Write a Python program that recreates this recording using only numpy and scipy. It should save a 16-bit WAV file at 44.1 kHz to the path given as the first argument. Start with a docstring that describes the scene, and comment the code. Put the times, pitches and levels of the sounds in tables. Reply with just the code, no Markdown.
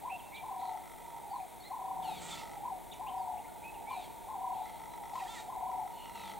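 """Doves over open grassland

A turtle dove repeats a short coo and a long rolled hoot, scattered by bushes; a second answers over a far chorus.
Each dove is a tone switching between a low and a high register. Small birds whistle and chirp with gliding
tones, and whine and squawk with buzz and rasp; a low tone drones far off. Shaped noise makes the air.
The camera adds pulsing hiss and the faint ticks of its lens motor, which ring its body."""
import sys
import numpy as np
from scipy import signal
from scipy.fft import rfft, irfft, next_fast_len
from scipy.io import wavfile
from scipy.ndimage import uniform_filter1d

SR = 44100
rng = np.random.default_rng(int(sys.argv[2]) if len(sys.argv) > 2 else 0)


def waveform_to_disk(signal):
    """Save audio, clipped to [-1, 1], as 16-bit WAV at the path in sys.argv[1]."""
    frames = np.transpose(np.atleast_2d(signal))
    scaled = np.clip(frames, -1, 1) * 32767
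    samples = np.round(scaled).astype(np.int16)
    wavfile.write(sys.argv[1], SR, samples)


N = 281799
TIME = np.arange(N) / SR

# The near dove's coos: start_s, level_db
COOS = [(.03, -38.5), (1.311, -38.5), (2.629, -37), (3.882, -38), (5.13, -37)]
# The near dove's rolled hoots: start_s, length_s, roll_hz, pitch_ratio, throb_depth (0 to 1), level_db
HOOTS = [(0.421, 0.4, 33.3, 0.99, 0.38, -39), (1.699, .46, 33.37, 1.003, 0.42, -38.5),
         (2.991, 0.44, 31.77, 0.98, 0.15, -38), (4.268, .42, 33.95, .99, 0.3, -38),
         (5.477, 0.42, 31.62, 0.99, 0.2, -37.5)]
# A second, farther dove's hoots: start_s, level_db
ANSWERS = [(.96, -48.5), (2.22, -49), (3.52, -48.5), (4.72, -52), (6.12, -51.5)]
# Level of the far chorus, which dips and then grows: at_s, level_db
CHORUS_LEVEL = [(0, -51), (1.6, -55), (3, -53), (4.8, -49), (6.39, -48.5)]
# Whistles of a bird to one side: start_s, length_s, pitch_hz, level_db
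WHISTLES = [(0.088, 0.079, 2710, -46), (0.317, 0.098, 2370, -49), (1.636, 0.046, 2130, -56),
            (3.625, 0.083, 2597, -49.5), (3.861, 0.109, 2380, -50), (4.638, .075, 2120, -58)]
# Quick slurred chirps, faint twitters and the clear tones that ring out of the squawks:
# start_s, length_s, middle_hz, glide_octaves, bow_octaves, scratch_share, level_db
CHIRPS = [(0.191, 0.025, 2980, -0.48, 0, 0, -55.5), (0.343, 0.021, 3980, -0.1, 0.37, 0.021, -52),
          (0.357, 0.033, 3530, -0.2, 0, 0.098, -51), (0.577, .15, 4060, -0, 0.2, 0.08, -61.5),
          (1.292, 0.1, 4400, -0.34, 0.09, 0.016, -64), (1.392, 0.038, 2380, -0.15, .06, 0.041, -58),
          (1.601, 0.03, 4330, 0, -.03, 0, -59), (1.625, 0.066, 4110, 0.22, 0.17, 0.014, -55.5),
          (2.308, 0.041, 3540, -0.08, 0.075, 0.033, -46), (2.363, 0.053, 2700, 0, 0.0007, 0.0013, -55.5),
          (2.913, 0.024, 3840, -0.06, 0.27, 0.038, -49), (2.922, 0.033, 2600, -.7, 0, 0.093, -55),
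          (2.934, .009, 6200, -0.06, 0, 0.064, -56.5), (3.061, 0.042, 2910, 0.58, 0.14, 0.05, -52.5),
          (3.168, .075, 4620, -0.33, 0, .02, -68), (3.365, 0.0365, 2610, 0.4, 0.083, 0.055, -60.5),
          (3.441, 0.023, 2144, 0.4, 0.08, 0.057, -56), (3.48, 0.023, 1430, .06, 0.022, 0, -60),
          (3.741, 0.028, 2730, -0.25, 0, 0, -58), (4.538, 0.051, 3400, .18, .06, 0, -65),
          (4.612, 0.059, 3940, 0.13, 0.11, 0.02, -64), (4.907, 0.057, 3970, 0, 0, 0, -65),
          (5.188, 0.027, 2620, -0.2, 0.023, 0.079, -51.5), (5.205, 0.025, 1930, 0.2, 0.026, .02, -52),
          (5.257, 0.03, 1860, 0.3, 0, 0, -54.5), (5.27, 0.086, 3610, 0.09, 0.2, 0, -53),
          (5.346, 0.049, 1930, -0.3, 0.0067, 0, -50.5), (5.378, .04, 3770, 0, .02, .02, -55),
          (5.958, 0.14, 2890, 0, 0, 0.046, -57.5)]
# Nasal whines: start_s, length_s, middle_hz, glide_octaves, opening_drop_share, level_db, rasp_db
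WHINES = [(2.017, 0.19, 1270, -0.32, 0.43, -53, -2.5), (3.886, 0.187, 1260, -0.25, 0.63, -57.5, -2),
          (4.518, 0.27, 1180, -0.17, 0.42, -64.5, 5), (5.907, 0.24, 1420, 0, 0.1, -64.5, -2),
          (6.134, 0.2, 1250, -.36, 0.014, -55.5, 0.5)]
# Harsh arched squawks: start_s, length_s, top_hz, bow_octaves, level_db, rasp_db, shrillness_db
SQUAWKS = [(2.164, 0.23, 487, 0.56, -49, 1, 1), (2.251, 0.22, 445.3, .3, -50.5, 0, -21),
           (5.091, 0.21, 650, .45, -56, 3, -10), (5.234, .172, 455, 0.56, -54, -12, -8),
           (5.305, 0.15, 472.3, .2, -53.5, 0, -4)]
# Throat that shapes the whines: frequency_hz, gain_db
WHINE_THROAT = [(700, -18), (1350, 0), (1600, -7), (2050, -5.5), (2800, 0), (3600, 0.5), (4300, 0),
                (4900, -16.5), (9000, -13)]
# Open beak that shapes the squawks: frequency_hz, gain_db
SQUAWK_BEAK = [(700, -10), (1350, 5.5), (1600, -17), (1950, 0), (2400, -2), (2900, -4), (3600, 1),
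               (4500, -1.5), (5000, -5), (9000, -14.5)]
# Shrill top added to strained cries: frequency_hz, gain_db
SHRILL_TOP = [(3500, -1), (5000, -17), (6600, 1.5), (7700, 6), (8700, 2), (10000, -36), (14000, -45)]
# Low far-off drones: start_s, length_s, pitch_hz, level_db
DRONES = [(1.84, 0.61, 175.1, -59), (6.0, 0.415, 200.8, -61.5)]
# Runs of the lens motor: start_s, end_s, hard_step_share (0 to 1), relative_level_db
MOTOR_RUNS = [(0.614, 0.81, .5, -72.5), (0.837, .94, 1, -72), (0.984, 1.19, 0.58, -75),
              (2.355, 2.556, 1, -70), (4.657, 4.99, .4, -72), (5.036, 5.19, .3, -69.5),
              (5.716, 5.93, .3, -71.5), (6.057, 6.367, .6, -68.5)]
# Resonances of the camera body: frequency_hz, width_hz, gain_db
CAMERA_BODY = [(1312, 52, 21), (1992, 100, 19.5), (3210, 70, 8), (3940, 160, -4), (5540, 200, 5.5)]
# Tone balance of the distant air: frequency_hz, relative_level_db
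AIR_SPECTRUM = [(13, -59), (22, -6.5), (48, 2.5), (81, -3.5), (177, -3.5), (270, -3), (399, -1), (530, -2),
                (560, -1.5), (730, 6), (1230, -120)]
# Level of the distant air over time: at_s, level_db
AIR_LEVEL = [(0, -57.5), (1.7, -59), (2.1, -54), (3.1, -57), (3.8, -56), (4.25, -57.5), (5.55, -56.5),
             (6.39, -57)]
# Tone balance of the microphone hiss: frequency_hz, relative_level_db
HISS_SPECTRUM = [(680, -34), (1150, -0.5), (1280, -4), (1450, -4.5), (1600, -7.5), (1820, -5), (2100, 0.5),
                 (2810, -10), (3580, -4), (4960, -15.5), (7760, -7.5), (8290, -4.5), (9650, -7),
                 (15100, -9.5), (15600, -6.5)]
# Stereo width of air and hiss: frequency_hz, side_minus_mid_db
STEREO_WIDTH = [(60, 5), (110, 7), (200, 8), (380, 5.5), (700, -5), (1290, 1.5), (2380, -43.5), (4400, -83),
                (8120, -12), (15000, 1)]

# low register shared by coo and hoot, before each note's own pitch ratio
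LOW_HZ = 756.8
# coo: its length, its leap to the high register, its break back down
COO_S, LEAP_S, BREAK_S = 0.1544, 0.00783, .084
# pitch at the ends and top of the coo's arch; after the break the low register sags and fades
COO_EDGE_HZ, COO_TOP_HZ, COO_SAG_HZ_PER_S, COO_FADE_DB_PER_S = 885, 985, 650, 162
# extra strength as a coo opens
PUSH_DB, PUSH_S = 1.5, 0.046
# hoot: the high register sinks from first to last; the low one scoops up into the note
HIGH_FIRST_HZ, HIGH_LAST_HZ = 1018.5, 876.4
SCOOP_SHARE, SCOOP_S = 0.087, 0.0081
# the hoot swells from this far down, and has an attack and a release
SWELL_DB, SWELL_S = -3, 0.18
HOOT_ATTACK_S, HOOT_RELEASE_S = .007, .06
# early in a hoot the low register tenses: it goes sharp and weak between two moments
TENSE_HZ, TENSE_DB, TENSE_FROM_S, TENSE_TO_S = 150.6, -1, 0.02174, .082
# both registers droop as a hoot closes
CLOSE_S, LOW_DROOP_HZ, HIGH_DROOP_HZ = 0.0495, 28.4, 70.8
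# lead given to the low register, and growth of the flicks through the hoot
LOW_LEAD_DB, FLICK_GROWTH_DB = 2, 4
# the roll starts this much faster, then settles; its pulses come unevenly (radians of the cycle)
ROLL_RUSH_HZ, ROLL_SETTLE_S, ROLL_JITTER_RAD = 9, .09, .5
# each flick falls and has its own pitch (shares of pitch); pulses differ in strength
FLICK_FALL, FLICK_SCATTER, UNEVEN_DB = .03, .02, 1.8
# whistles start with an unsteady pitch and slide up (shares of pitch)
WHISTLE_SCRATCH, WHISTLE_SLIDE, WHISTLE_SLIDE_S = .045, 0.147, 0.0181
# whines drop from a high start and sag at the end (share of pitch)
WHINE_DROP_S, WHINE_SAG, WHINE_SAG_S = .022, 0.16, .025
# pitch unrest of whines and squawks (shares), and level unrest of their rasp
WHINE_JITTER, SQUAWK_JITTER, RASP_GRAIN_DB = .018, .01, 1.5
# motor steps come slightly early or late
STEP_JITTER_S = .001
# hiss level, the pulse of the camera's electronics in it, and the camera's upper limit
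HISS_DB, PULSE_HZ, TOP_HZ = -57, 50, 15750


def undb(db):
    """Turn decibels into gain."""
    return 10 ** (np.asarray(db) / 20)


def unit(x):
    """Scale to an average (rms) strength of 1."""
    return x / np.sqrt(np.mean(x ** 2) + 1e-20)


def curve(rows, at):
    """Join the columns of a table by straight lines."""
    where, *columns = np.transpose(rows)
    return [np.interp(at, where, column) for column in columns]


def add(track, s, sound):
    """Mix a sound into a track at time s."""
    i = max(int(s * SR), 0)
    part = sound[:max(N - i, 0)]
    track[i:i + len(part)] += part


def colour(x, response):
    """Filter a sound by a gain given for each frequency."""
    n = x.shape[-1]
    size = next_fast_len(n + 4096, True)
    hz = np.fft.rfftfreq(size, 1 / SR) + 1e-3
    return irfft(rfft(x, size) * response(hz), size)[..., :n]


def walk(rate_hz, n=N):
    """Wander smoothly at random, by low-passing noise to a spread of 1."""
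    noise = rng.standard_normal(N)
    return unit(colour(noise, lambda f: 1 / (1 + (f / rate_hz) ** 4)))[:n]


def luck(at, count=40):
    """Draw a new random value at each whole step and join them by straight lines."""
    return np.interp(at, np.arange(count), rng.standard_normal(count))


def slope(points, f):
    """Read gain from (Hz, dB) points, joined on a log-frequency axis."""
    hz, db = np.transpose(points)
    return undb(np.interp(np.log(f), np.log(hz), db))


def ring(x, modes):
    """Let a sound excite resonances given as (Hz, width Hz, dB)."""
    total = 0
    for hz, width, db in modes:
        b, a = signal.iirpeak(min(hz, SR * .45), hz / width, SR)
        total = total + undb(db) * signal.lfilter(b, a, x)
    return total


def turn(hz):
    """Add up a moving pitch into phase."""
    return 2 * np.pi * np.cumsum(hz) / SR


def step(x):
    """Switch smoothly from 0 to 1 as x passes zero."""
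    return (1 + np.tanh(x)) / 2


def fade(t, attack_s, release_s):
    """Rise, hold and fall over the times t."""
    return np.clip(t / attack_s, 0, 1) * np.clip((t[-1] - t) / release_s, 0, 1)


def place(x, pan_db):
    """Set a sound between left and right by a level difference."""
    return x * undb(np.array([[pan_db], [-pan_db]]) / 2)


def bushes(x, t60, spread, echoes_hz=900):
    """Many weak echoes from scrub and trees, dying by 60 dB in t60 seconds, partly different in each ear."""
    t = TIME[:SR]
    strengths = rng.standard_normal((2, SR))
    present = rng.random((2, SR)) < echoes_hz / SR
    taps = strengths * present * undb(-60 * t / t60) * (t > .003)
    taps = taps / np.sqrt(np.sum(taps ** 2, axis=1, keepdims=True))
    mid, side = signal.fftconvolve(x[None], taps, axes=1)[:, :N]
    return mid + spread * side * np.array([[1], [-1]])


def arch(length, middle, glide, bow, taper):
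    """Pitch that glides and bows (octaves) about its middle; rise and fall together take the share taper."""
    u = np.linspace(-1, 1, int(length * SR))
    hz = middle * 2 ** (glide * u / 2 - bow * u ** 2)
    return hz, signal.windows.tukey(len(u), min(taper, 1))


def wash(points, db):
    """Noise of a given tone balance and level, with a stereo width that depends on frequency."""
    mid, side = colour(rng.standard_normal((2, N)), lambda f: slope(points, f))
    side = colour(unit(side), lambda f: slope(STEREO_WIDTH, f))
    return undb(db) * (unit(mid) + side * np.array([[1], [-1]]))


def camera_hiss(pulse=0.29, pulse_s=0.0067):
    """Steady microphone hiss, faintly pulsed by the camera's electronics."""
    pulses = 1 + pulse * np.exp(-(TIME % (1 / PULSE_HZ)) / pulse_s)
    return wash(HISS_SPECTRUM, HISS_DB) * pulses / np.mean(pulses)


def push(t):
    """Extra strength that opens a coo and is quickly spent."""
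    return undb(PUSH_DB * np.exp(-(t / PUSH_S) ** 4))


def coo(pitch, waver, switch_s=0.0033, high_db=-2.0, low_db=2.0, flutter=0.48, flutter_hz=43, warble=0.056):
    """A fluttering note that leaps to the high register, arches, then breaks down into the low one and fades."""
    t = TIME[:int(COO_S * SR)]
    up = step((t - LEAP_S) / switch_s) * step((BREAK_S - t) / switch_s)
    after = np.maximum(t - BREAK_S, 0)
    beat = np.sin(2 * np.pi * flutter_hz * t)
    rise = np.sin(np.pi * (t - LEAP_S) / (BREAK_S - LEAP_S))
    high = COO_EDGE_HZ + (COO_TOP_HZ - COO_EDGE_HZ) * rise
    low = LOW_HZ - COO_SAG_HZ_PER_S * after
    hz = up * high * (1 + warble * beat) + (1 - up) * low
    db = high_db + (low_db - high_db) * (t > BREAK_S) * (1 - up) - COO_FADE_DB_PER_S * after
    tone = np.sin(turn(hz * pitch * waver[:len(t)]))
    return undb(db) * (1 + flutter * beat) * push(t) * fade(t, 0.008, 0.011) * tone


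def hoot(length, roll_hz, pitch, waver, pump=0.4, snap=1.26, bias=0.12, hold=0.24, flick=.05, unrest=1.3,
         low_db=0, high_db=2.5):
    """A low tone, interrupted once each roll cycle by a falling flick of the high register; both droop at the end."""
    t = TIME[:int(length * SR)]
    along, wobble = t / length, waver[:len(t)] - 1
    scoop = 1 - SCOOP_SHARE * np.exp(-t / SCOOP_S)
    closing = np.exp((t - length) / CLOSE_S)
    tense = step((t - TENSE_FROM_S) / 0.0085) * step((TENSE_TO_S - t) / 0.014)
    low = pitch * scoop * (LOW_HZ + TENSE_HZ * tense - LOW_DROOP_HZ * closing)
    sinking = HIGH_FIRST_HZ + (HIGH_LAST_HZ - HIGH_FIRST_HZ) * along
    high = pitch * (sinking - HIGH_DROOP_HZ * closing)
    cycle = turn(roll_hz + ROLL_RUSH_HZ * np.exp(-t / ROLL_SETTLE_S)) + ROLL_JITTER_RAD * luck(t * roll_hz)
    # the note opens low; the first flick comes one cycle in
    up = step(snap * (np.cos(cycle) - bias)) * step(cycle - np.pi)
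    # the swollen throat keeps the low tone ringing through each flick
    under_gain = undb(LOW_LEAD_DB + low_db + TENSE_DB * tense) * (1 - (1 - hold) * up)
    under = under_gain * np.sin(turn(low * (1 + 0.84 * wobble)))
    bend = flick * (np.cos(cycle) - .8) - FLICK_FALL * np.sin(cycle) + FLICK_SCATTER * luck(t * roll_hz)
    over_gain = undb(high_db + FLICK_GROWTH_DB * (along - .5)) * up
    over = over_gain * np.sin(turn(high * (1 + unrest * wobble + bend)))
    # pressure builds up to each flick and sags after it; pulse strengths vary at random
    throb = (1 - pump * np.sin(cycle)) * undb(UNEVEN_DB * luck(cycle / np.pi))
    effort = undb(SWELL_DB * np.maximum(1 - (t / SWELL_S) ** 2, 0))
    return (under + over) * throb * effort * fade(t, HOOT_ATTACK_S, HOOT_RELEASE_S)


def far_band(f):
    """The narrow band in which distant doves carry."""
    return 1 / np.sqrt(1 + ((f - 845) / 115) ** 6)


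def far_doves(count=30, pitch=.98):
    """Many doves sing coos and hoots; echoes and evened loudness melt them into a murmur."""
    voices, waver = np.zeros(N), 1 + 0.02 * walk(190)
    # slow pitch drift keeps a steady tone from building up
    waver = waver + .035 * walk(10)
    for k, (late, own, roll) in enumerate(rng.uniform(-1, 1, (count, 3))):
        s = (k + late / 2) * N / SR / count
        add(voices, s, hoot(.4, 33 + 2 * roll, pitch + .1 * own, waver[k * 1000:], low_db=-6))
        add(voices, (s + 0.97) % (N / SR), coo(pitch + 0.084 * own, waver))
    # the murmur is already under way at the start
    voices = np.roll(voices, N // 2)
    sound = colour(bushes(voices, t60=.6, spread=.4), far_band)
    power = uniform_filter1d(np.mean(sound ** 2, axis=0), SR // 8)
    even = sound / np.sqrt(power + 1e-9)
    db, = curve(CHORUS_LEVEL, TIME)
    return place(even * undb(db), pan_db=0.5)


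def near_dove(tail_db=-13):
    """Coo and hoot in turn, blurred by close scrub and trailed by echoes from the tree line."""
    voice = np.zeros(N)
    # the voice trembles quickly and drifts slowly
    waver = 1 + .017 * walk(170) + .011 * walk(14)
    for s, db in COOS:
        add(voice, s, undb(db) * coo(1, waver[int(s * SR):]))
    for s, length, roll_hz, pitch, pump, db in HOOTS:
        add(voice, s, undb(db) * hoot(length, roll_hz, pitch, waver[int(s * SR):], pump))
    close = voice + undb(-9) * bushes(voice, t60=.08, spread=.5)
    sound = close + undb(tail_db) * bushes(voice, t60=0.79, spread=0.092)
    # keep only the band of the dove's voice
    banded = colour(sound, lambda f: 1 / (1 + (f / 1170) ** 18) / (1 + (615 / f) ** 20))
    return place(banded, pan_db=2.6)


def whistler(jitter=0.014, settle_s=0.025, echo_db=-8):
    """Tones whose pitch starts scratchy, slides up and settles, with an echo."""
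    voice, waver = np.zeros(N), walk(510)
    for s, length, pitch, db in WHISTLES:
        t = TIME[:int(length * SR)]
        unrest = (jitter + WHISTLE_SCRATCH * np.exp(-t / settle_s)) * waver[int(s * SR):][:len(t)]
        hz = pitch * (1 + unrest - WHISTLE_SLIDE * np.exp(-t / WHISTLE_SLIDE_S))
        add(voice, s, undb(db) * fade(t, 0.019, 0.0051) * np.sin(turn(hz)))
    return place(voice + undb(echo_db) * bushes(voice, t60=0.91, spread=0.029), pan_db=-3.0)


def chirpers(echo_db=-7, taper=0.31):
    """Quick gliding tones, some pure and some with a scratchy pitch, with an echo."""
    voice, waver = np.zeros(N), walk(560)
    for s, length, middle, glide, bow, scratch, db in CHIRPS:
        hz, swell = arch(length, middle, glide, bow, taper)
        unrest = scratch * waver[int(s * SR):][:len(hz)]
        add(voice, s, undb(db) * swell * np.sin(turn(hz * (1 + unrest))))
    return place(voice + undb(echo_db) * bushes(voice, t60=0.42, spread=0.028), pan_db=0.0)


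def lens_motor(knock_db=40, soft_db=-7):
    """The focus motor steps fifty times a second, hard or softly; each step rings the camera body."""
    steps = np.zeros(N)
    for (start, end, share, db), draws in zip(MOTOR_RUNS, rng.random((len(MOTOR_RUNS), 40, 3))):
        for s, (hard, force, late) in zip(np.arange(start, end, 1 / 50), draws):
            soft = s > start and hard > share  # a run always starts hard
            knock = undb(db + knock_db + soft_db * soft + 2 * force)
            add(steps, s + STEP_JITTER_S * (late - .5), np.array([knock]))
    return ring(steps, CAMERA_BODY)


def answering_dove(length=0.43, roll_hz=32, pitch=0.93):
    """A second dove whose hoots arrive only as echo, with the high register carrying best."""
    voice, waver = np.zeros(N), 1 + 0.0357 * walk(145.0)
    for s, db in ANSWERS:
        own_waver = np.roll(waver, -int(s * SR))
        add(voice, s, undb(db) * hoot(length, roll_hz, pitch, own_waver, low_db=-4.5, high_db=9.0))
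    return place(colour(bushes(voice, t60=0.45, spread=0.076), far_band), pan_db=-2.5)


def drone(glide=-0.11, waver=0.098):
    """Low, far-off tones that sag in pitch and waver, with a strong echo."""
    voice = np.zeros(N)
    for s, length, pitch, db in DRONES:
        hz, swell = arch(length, pitch, glide, 0, taper=0.65)
        add(voice, s, undb(db) * swell * np.sin(turn(hz * (1 + waver * walk(64, len(hz))))))
    return voice + bushes(voice, t60=0.58, spread=0.47)


def whine_arch(length, middle, glide, drop, taper=0.2):
    """Pitch and envelope of a whine: it drops from a high start, glides, and gives way at the end."""
    hz, swell = arch(length, middle, glide, 0, taper)
    t = TIME[:len(hz)]
    opening = 1 + drop * np.exp(-t / WHINE_DROP_S)
    ending = 1 - WHINE_SAG * np.exp((t - length) / WHINE_SAG_S)
    return hz * opening * ending, swell


def cry(hz, swell, throat, rasp_db, shrill_db, jitter, fundamental_db=-12, count=24):
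    """Harmonic buzz and grainy, pulsed rasp through a small bird's throat; strain adds a shrill top."""
    def shape(f):
        """Gain of the throat plus the shrill top."""
        return slope(throat, f) + undb(shrill_db) * slope(SHRILL_TOP, f)

    noise = rng.standard_normal(N)[:len(hz)] * undb(RASP_GRAIN_DB * walk(65, len(hz)))
    phase = turn(hz * (1 + jitter * walk(213, len(hz))))
    offsets = rng.uniform(0, 2 * np.pi, count + 1)
    buzz = np.zeros(len(hz))
    for k in range(1, count + 1):
        if k * hz.mean() < SR / 4:
            gain = shape(k * hz) * undb(fundamental_db * (k == 1))
            buzz += gain * np.sin(k * phase + offsets[k])
    rasp = colour(noise * (1 + np.cos(phase)), shape)
    return swell * unit(unit(buzz) + undb(rasp_db) * unit(rasp))


def squawkers(whine_echo_db=-5, squawk_echo_db=-8, whine_shrill_db=-30, squawk_taper=0.77):
    """Nasal whines and arched squawks made of buzz and rasp, with an echo from the scrub."""
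    whines, squawks = np.zeros(N), np.zeros(N)
    for s, length, middle, glide, drop, db, rasp_db in WHINES:
        hz, swell = whine_arch(length, middle, glide, drop)
        add(whines, s, undb(db) * cry(hz, swell, WHINE_THROAT, rasp_db, whine_shrill_db, WHINE_JITTER))
    for s, length, top, bow, db, rasp_db, shrill_db in SQUAWKS:
        hz, swell = arch(length, top, 0, bow, squawk_taper)
        add(squawks, s, undb(db) * cry(hz, swell, SQUAWK_BEAK, rasp_db, shrill_db, SQUAWK_JITTER))
    direct = place(whines, pan_db=.5) + place(squawks, pan_db=-2.2)
    to_scrub = undb(whine_echo_db) * whines + undb(squawk_echo_db) * squawks
    return direct + bushes(to_scrub, t60=0.84, spread=0.017)


def scene():
    """Birds near and far over the quiet plain, with the camera's own noises."""
    air_db, = curve(AIR_LEVEL, TIME)
    doves = near_dove() + answering_dove() + far_doves()
    small_birds = whistler() + chirpers() + squawkers()
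    background = drone() + wash(AIR_SPECTRUM, air_db)
    camera = lens_motor() + camera_hiss()
    return doves + small_birds + background + camera


def record(dry):
    """The camera cuts the top steeply, by an elliptic low-pass filter."""
    return signal.sosfilt(signal.ellip(10, .1, 70, TOP_HZ, fs=SR, output="sos"), dry)


dry = scene()
out = record(dry)
waveform_to_disk(out)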